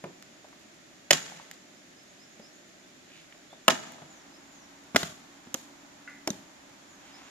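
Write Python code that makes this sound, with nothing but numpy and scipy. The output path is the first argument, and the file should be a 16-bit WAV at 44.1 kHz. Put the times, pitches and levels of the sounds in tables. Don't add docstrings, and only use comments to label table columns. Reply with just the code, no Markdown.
import sys
import numpy as np
from scipy import signal
from scipy.fft import rfft, irfft, next_fast_len
from scipy.io import wavfile

SR = 44100
rng = np.random.default_rng(int(sys.argv[2]) if len(sys.argv) > 2 else 0)


def dump(signal):
    limited = np.clip(np.atleast_2d(signal).T, -1, 1)
    pcm = np.round(limited * 32767).astype(np.int16)
    wavfile.write(sys.argv[1], SR, pcm)


N = 321930
TIME = np.arange(N) / SR
HALF_SECOND = SR // 2
SIZE = next_fast_len(N + SR)
HZ = np.maximum(np.arange(SIZE // 2 + 1) * SR / SIZE, 1)
MOVE_S = 4.1

# start in seconds, crack level in dB, crack decay time (60 dB) in seconds,
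# corner in Hz above which it is dull, left-right difference in dB, splinter level in dB,
# thud level in dB, thud pitch in Hz.
BREAKS = [(1.1067, 2, 0.028, 4220, -1, -1, -30.5, 165), (3.68, 4.5, 0.02, 2170, 4, -5.5, -17, 235),
          (4.9603, 3.5, 0.019, 1560, 3.5, -2.5, -14, 268), (5.5422, -14, 0.0058, 14000, 0, -21, -31, 236)]
# start in seconds, level of the bark's crunch in dB,
# corner in Hz above which it is dull, left-right difference in dB, thud level in dB, thud pitch in Hz.
LANDINGS = [(.039, -28, 1100, 4, -32.5, 192), (2.395, -42, 2000, 2, -36, 220),
            (4.019, -38, 1200, 5, -39.5, 165), (4.9471, -23, 1200, 7, -16.5, 212),
            (5.0302, -14, 2520, 1, -25.5, 169), (5.47, -50, 1500, 0, -35, 236),
            (6.274, -17, 5900, 3, -23.5, 304), (6.303, -30, 12000, 9, -25, 210)]
# frequency in Hz, gain in dB.
WOOD_COLOUR = [(25, -42), (70, -27.5), (150, -4.5), (400, -2), (700, 0.5), (1000, -3), (1800, 1.5),
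               (2600, -3), (4000, -1), (14000, -.5)]
SPLINTER_LAG_S, SPLINTER_T60_S, SPLINTER_HZ = 0.0045, 0.0067, 7500


def from_db(db):
    return 10 ** (np.asarray(db) / 20)


def panned(db):
    return from_db(np.array([[db], [-db]]) / 2)


def per_hz(points):
    hz, value = np.transpose(points)
    return np.interp(np.log(HZ), np.log(hz), value)


def coloured(x, points):
    cepstrum = irfft(np.log(from_db(per_hz(points))), SIZE)
    cepstrum[1:SIZE // 2] *= 2
    cepstrum[SIZE // 2 + 1:] = 0
    response = np.exp(rfft(cepstrum))
    return irfft(rfft(x, SIZE) * response, SIZE)[..., :N]


def dulled(x, dull_hz):
    pole = np.exp(-2 * np.pi * dull_hz / SR)
    return signal.lfilter([1 - pole], [1, -pole], x)


def dying(t60):
    return 1000 ** (-TIME[:HALF_SECOND] / t60)


def ring(hz, db, t60):
    return from_db(db) * dying(t60) * np.sin(2 * np.pi * hz * TIME[:HALF_SECOND])


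def burst(noise, t60):
    envelope = dying(t60)
    shaped = noise * envelope
    energy = np.mean(np.sum(shaped ** 2, axis=-1))
    return shaped * np.sqrt(np.sum(envelope ** 2) / energy)


def resonant_noise(hz, width_hz, size):
    r = np.exp(-np.pi * width_hz / SR)
    poles = [1, -2 * r * np.cos(2 * np.pi * hz / SR), r * r]
    x = signal.lfilter([1, 0, -1], poles, rng.standard_normal(size))
    return x / x.std()


def diffuse_noise():
    # frequency in Hz, likeness of the two ports from 0 to 1.
    likeness = [(100, 0.76), (200, 0.83), (400, 0.57), (800, 0.0065), (1500, 0), (14000, 0.038)]
    mid, side = rfft(rng.standard_normal((2, SIZE)))
    alike = np.clip(per_hz(likeness), 0, 1)
    spectrum = np.sqrt((1 + alike) / 2) * mid + np.sqrt((1 - alike) / 2) * side * [[1], [-1]]
    return irfft(spectrum, SIZE)[:, :N]


def add(out, s, sound):
    start = round(s * SR)
    out[:, start:start + sound.shape[-1]] += sound[..., :N - start]


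def fibre_bursts(splinter_pan_db=-3, crunch_t60=0.022, twig_t60=0.0069):
    # start in seconds, level in dB, corner in Hz above which it is dull,
    # left-right difference in dB.
    twig_ticks = [(0.2244, -29, 5000, 2), (1.5127, -26, 13900, -1), (3.92, -38, 9000, 14)]
    main = [row[:5] for row in BREAKS]
    splinters = [(s + SPLINTER_LAG_S, db, SPLINTER_T60_S, SPLINTER_HZ, splinter_pan_db)
                 for s, *_, db, _, _ in BREAKS]
    crunches = [(s, db, crunch_t60, dull_hz, pan) for s, db, dull_hz, pan, _, _ in LANDINGS]
    twigs = [(s, db, twig_t60, dull_hz, pan) for s, db, dull_hz, pan in twig_ticks]
    return main + splinters + crunches + twigs


def avalanche(t60, dull_hz, unevenness_db=3.5, spread=0.31, rise_s=0.0007, alike_hz=700):
    growth = 1 - np.exp(-TIME[:HALF_SECOND] / rise_s)
    apart = rng.standard_normal((2, HALF_SECOND))
    snaps = rng.standard_normal(HALF_SECOND) + spread * (apart - dulled(apart, alike_hz))
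    sizes = from_db(unevenness_db * np.minimum(rng.exponential(1, HALF_SECOND), 4))
    return dulled(burst(snaps * growth * sizes, t60), dull_hz)


def cracks():
    out = np.zeros((2, N))
    for s, db, t60, dull_hz, pan in fibre_bursts():
        add(out, s, from_db(db) * panned(pan) * avalanche(t60, dull_hz))
    return coloured(out, WOOD_COLOUR)


def radiated_cracks():
    out = np.zeros((1, N))
    for s, db, t60, dull_hz, _ in fibre_bursts():
        click = signal.unit_impulse(HALF_SECOND) * np.linalg.norm(dying(t60))
        add(out, s, from_db(db) * dulled(click, dull_hz))
    return coloured(out, WOOD_COLOUR)


def branches():
    # start in seconds, then modes as frequency in Hz, level in dB, decay time (60 dB) in seconds.
    pieces = [(1.108, [(567, -11, 0.054), (668, -17.5, 0.037), (1823, -9.5, 0.026), (2550, -12, 0.024),
              (3010, -8, 0.023), (3570, -15, 0.028), (4900, -7, 0.024)]), (3.681, [(507, -17, 0.063),
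              (656, -15, 0.1), (1028, -2.5, 0.025), (1297, -7, 0.033), (1690, -13, 0.032),
              (2750, -4, 0.018), (3030, -4, 0.016)]), (3.689, [(675, -11, .04), (1055, -16, 0.044)]),
              (4.9605, [(403, -18, .03), (674, -9.5, 0.017), (855, -14, 0.019), (1437, -3, 0.018),
              (1780, -11.5, .02), (2025, -12, 0.021), (5200, -15, 0.031)]), (5.543, [(2960, -25.5, 0.008),
              (5730, -21, 0.0096), (6420, -18, 0.013), (12500, -11, 0.0034)]), (6.275, [(307, -43, .06),
              (5620, -19, 0.017), (6600, -27, 0.013)]), (6.3035, [(3700, -33, 0.025),
              (6100, -20.5, 0.015)])]
    out = np.zeros((2, N))
    for s, modes in pieces:
        ringing = sum((-1) ** k * ring(*mode) for k, mode in enumerate(modes))
        add(out, s, ringing)
    return out


def bodies(knock_width=0.31, soil_share=0.37, low_cut_hz=100, knock_cycles=36, thud_cycles=10.8):
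    # start in seconds, level in dB, pitch in Hz.
    knocks = [(.040, -32, 610), (0.042, -39, 1360), (.048, -36.5, 377), (.098, -47, 400),
              (.444, -43.5, 665), (.528, -47.5, 1130), (1.32, -41.5, 700), (1.398, -41.5, 850),
              (2.396, -44.5, 510), (3.3238, -44.5, 2150), (3.528, -42, 690), (3.688, -14.5, 730),
              (3.983, -45.5, 680), (4.018, -41.5, 610), (4.948, -31.5, 1390), (4.961, -20.5, 800),
              (5.543, -32.5, 587), (6.274, -24, 655), (6.286, -31, 402)]
    out = np.zeros((2, N))
    for s, db, hz in knocks:
        soft = signal.butter(2, 2 * hz, fs=SR, output="sos")
        wood = signal.sosfilt(soft, resonant_noise(hz, knock_width * hz, HALF_SECOND))
        add(out, s, from_db(db) * burst(wood, knock_cycles / hz))
    for s, *_, db, hz in BREAKS + LANDINGS:
        t60 = thud_cycles / hz
        soil = from_db(db) * burst(resonant_noise(hz, hz / 2, HALF_SECOND), t60)
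        add(out, s, soil_share * soil - ring(hz, db, t60))
    return signal.sosfilt(signal.butter(2, low_cut_hz, "high", fs=SR, output="sos"), out)


def rustle(grain_db=3.0, grain_size=140, fade_s=0.073):
    # start in seconds, length in seconds, level in dB, centre in Hz, width in Hz.
    strokes = [(1.299, 0.16, -58, 1700, 1200), (3.07, .19, -59, 2500, 1600), (6.981, .4, -61, 2200, 2280),
               (6.98, .4, -59, 780, 700)]
    out = np.zeros((1, N))
    t = TIME[:SR]
    for s, length_s, db, hz, width_hz in strokes:
        steps = np.repeat(rng.standard_normal(SR // grain_size + 1), grain_size)[:SR]
        grains = from_db(grain_db * steps)
        stroke = np.clip(np.minimum(t, length_s - t) / fade_s, 0, 1)
        add(out, s, from_db(db) * resonant_noise(hz, width_hz, SR) * grains * stroke)
    return out


def litter(per_s=6, level_db=-58, unevenness_db=2.5, t60=0.02):
    sizes = from_db(unevenness_db * np.minimum(rng.exponential(1, N), 3))
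    ticks = (rng.random(N) < per_s / SR) * sizes
    crumble = burst(rng.standard_normal((2, HALF_SECOND)), t60)
    return from_db(level_db) * signal.fftconvolve(ticks[None], crumble)[:, :N]


def bank_echo(smear=1.13, shaded_hz=1600, delay_s=0.0201, crack_db=-17, splinter_db=-3.5, pan_db=-15):
    # frequency in Hz, gain in dB.
    bank_colour = [(60, -25), (150, 0), (600, 3), (1000, -8), (1830, 3), (2500, -4), (4000, -2), (6000, 1),
                   (14000, -11)]
    out = np.zeros((2, N))
    for s, db, t60, dull_hz, _, splinters, *_ in BREAKS:
        if s < MOVE_S:
            back_s = s + delay_s
            crack = avalanche(smear * t60, dull_hz)
            splinter = avalanche(smear * SPLINTER_T60_S, SPLINTER_HZ)
            add(out, back_s, from_db(db + crack_db) * crack)
            add(out, back_s + SPLINTER_LAG_S, from_db(splinters + splinter_db) * splinter)
    bass = dulled(out, shaded_hz)
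    return coloured(bass + (out - bass) * panned(pan_db), bank_colour)


def echoes(x, near_db, hold_s, near_t60, far_db, far_t60, gap_s, patchy_db=2.5, air_hz=2600, dulling_s=0.5):
    t = TIME[:SR]
    trunks = np.interp(t, np.linspace(0, 1, 400), rng.standard_normal(400))
    cloud = diffuse_noise()[:, :SR]
    bright = np.exp(-t / dulling_s)
    cloud = bright * cloud + (1 - bright) * dulled(cloud, air_hz)
    near = from_db(near_db - 60 * np.maximum(t - hold_s, 0) / near_t60)
    far = from_db(far_db - 60 * t / far_t60)
    response = cloud * np.hypot(near, far) * from_db(patchy_db * trunks) * (t > gap_s)
    return signal.fftconvolve(x.mean(axis=0)[None], response)[:, :N]


def at_ports(x):
    # frequency in Hz, phase by which the left leads in radians.
    port_phase = [(25, .02), (125, 0.083), (250, 0.12), (500, 0.1), (1000, 1.47), (2000, 0.79),
                  (4000, 2.05), (8000, 1.8), (14000, 4.1)]
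    # frequency in Hz, left-right difference in dB.
    port_balance = [(100, 0), (500, 0.5), (1300, 1), (2500, -4), (5000, -4), (7000, -6.5), (9000, 12.5),
                    (14000, 10.5)]
    side = np.array([[1], [-1]]) / 2
    turn = np.exp(1j * side * per_hz(port_phase)) * from_db(side * per_hz(port_balance))
    return irfft(rfft(x, SIZE) * turn, SIZE)[:, :N]


def whistle(start_hz, end_hz, length_s, flick_hz, flutter_db=3.0, waver=0.008, flick_power=8):
    along = np.linspace(0, 1, int(length_s * SR))
    shake, bend = (np.interp(along, np.linspace(0, 1, 20), rng.standard_normal(20)) for _ in range(2))
    slide = start_hz + (end_hz - start_hz) * along + flick_hz * along ** flick_power
    phase = 2 * np.pi * np.cumsum(slide * (1 + waver * bend)) / SR
    swell = np.cbrt(np.sin(np.pi * along))
    return from_db(flutter_db * shake) * swell * np.sin(phase)


def bird(direct_db=0.0, blur_db=-1.5, blur_t60=0.19, answer_s=0.108, answer_db=-8):
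    # start in seconds, level in dB.
    up_calls = [(1.74, -66), (1.965, -59.5), (2.19, -57.5), (2.415, -56), (4.32, -59.5), (7.12, -57)]
    down_calls = [(4.075, -61), (4.495, -61.5), (6.87, -66)]
    far_calls = [(2.825, -68), (3.16, -72), (3.5, -64)]
    # start Hz, end Hz before the flick, length s, final flick Hz
    upslur, high_slur = (4870, 5430, 0.06, 620), (6500, 6700, 0.05, 860)
    downslur, far_note = (7450, 5200, 0.165, 200), (3400, 3680, 0.06, 0)
    answers = [(s + answer_s, db + answer_db) for s, db in up_calls]
    out = np.zeros((1, N))
    for note, calls in ((upslur, up_calls), (high_slur, answers), (downslur, down_calls), (far_note, far_calls)):
        for s, db in calls:
            add(out, s, from_db(db) * whistle(*note))
    decay = dying(blur_t60)
    trees = rng.standard_normal((2, HALF_SECOND)) * decay / np.linalg.norm(decay)
    blurred = signal.fftconvolve(out, trees)[:, :N]
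    return from_db(direct_db) * out + from_db(blur_db) * blurred


def clink(start_s=6.076, rattle_db=-52, low_hz=1400, high_hz=2250, rattle_t60=0.54):
    # frequency in Hz, level in dB, decay time (60 dB) in seconds.
    metal_modes = [(1170, -56, .4), (1437, -50, 0.3), (1460, -46.5, .2), (1560, -53, .15),
                   (1720, -49.5, .33), (2020, -56, 0.26), (2007, -47, 0.42), (2100, -51, 0.34),
                   (2710, -54, 0.083)]
    out = np.zeros((2, N))
    band = signal.butter(2, [low_hz, high_hz], "band", fs=SR, output="sos")
    rattle = burst(signal.sosfilt(band, rng.standard_normal(HALF_SECOND)), rattle_t60)
    ringing = sum(rng.choice([-1, 1]) * ring(*mode) for mode in metal_modes)
    add(out, start_s, from_db(rattle_db) * rattle + ringing)
    return out


def background(pan_db=-1.0, brook_far_db=-16, brook_near_db=-0.5):
    # frequency in Hz, gain in dB.
    forest_air = [(20, -52), (60, -51.5), (120, -46.5), (190, -40), (300, -38), (470, -44.5), (600, -41),
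                  (950, -52), (1800, -48), (3000, -54), (6000, -52), (14000, -63)]
    brook_colour = [(60, -51), (300, -54.5), (500, -62), (800, -42.5), (1600, -51.5), (3500, -67.5),
                    (7000, -63.5), (14000, -66)]
    drone_hz, drone_width_hz, drone_db, hum_db = 281, 9, -68, -60
    moved = TIME > MOVE_S
    air = coloured(diffuse_noise(), forest_air)
    brook = coloured(diffuse_noise(), brook_colour) * from_db(np.where(moved, brook_near_db, brook_far_db))
    hum = from_db(hum_db) * np.sin(2 * np.pi * drone_hz * TIME)
    drone = (hum + from_db(drone_db) * resonant_noise(drone_hz, drone_width_hz, N)) * moved
    return (air + brook + drone) * panned(pan_db)


def scene(echo_pan_db=0.0, ring_share=0.4, ring_dull_hz=1200):
    # frequency in Hz, gain in dB.
    bank_cloud = [(70, 2.5), (140, 6.5), (240, 0.5), (420, 1), (640, 1), (1000, -1), (1800, -1),
                  (4000, -0.5), (7000, 3), (14000, -6.5)]
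    open_cloud = [(80, 2), (200, -4), (500, -5), (1400, -4), (4000, 1), (7000, 4.5), (14000, 1.5)]
    handling = bodies() + litter() + rustle()
    ringing = branches()
    far = bird() + clink()
    sources = radiated_cracks() + handling + ring_share * dulled(ringing, ring_dull_hz) + far
    moved = TIME > MOVE_S
    by_the_bank = echoes(sources * ~moved, near_db=-40.5, hold_s=0.031, near_t60=0.21,
                         far_db=-50.5, far_t60=1.15, gap_s=0.017)
    in_the_open = echoes(sources * moved, near_db=-46.0, hold_s=0.042, near_t60=0.45,
                         far_db=-56, far_t60=0.95, gap_s=0.0044)
    scattered = coloured(by_the_bank, bank_cloud) + coloured(in_the_open, open_cloud)
    direct = at_ports(cracks() + handling + ringing)
    return direct + far + bank_echo() + scattered * panned(echo_pan_db) + background()


def record(dry, ceiling=0.7, low_cut_hz=45, cutoff_hz=14300):
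    # frequency in Hz, gain in dB.
    microphone = [(20, -0.5), (90, -2), (350, -0.5), (470, -6), (600, -1.5), (3600, 2), (4300, -1),
                  (5200, -2), (6200, -1), (7100, 5), (7600, -4), (8100, -8), (14000, -8)]
    heard = ceiling * np.tanh(coloured(dry, microphone) / ceiling)
    heard = signal.sosfilt(signal.butter(1, low_cut_hz, "high", fs=SR, output="sos"), heard)
    return signal.sosfilt(signal.ellip(10, 0.2, 80, cutoff_hz, fs=SR, output="sos"), heard)


dry = scene()
out = record(dry)
dump(out)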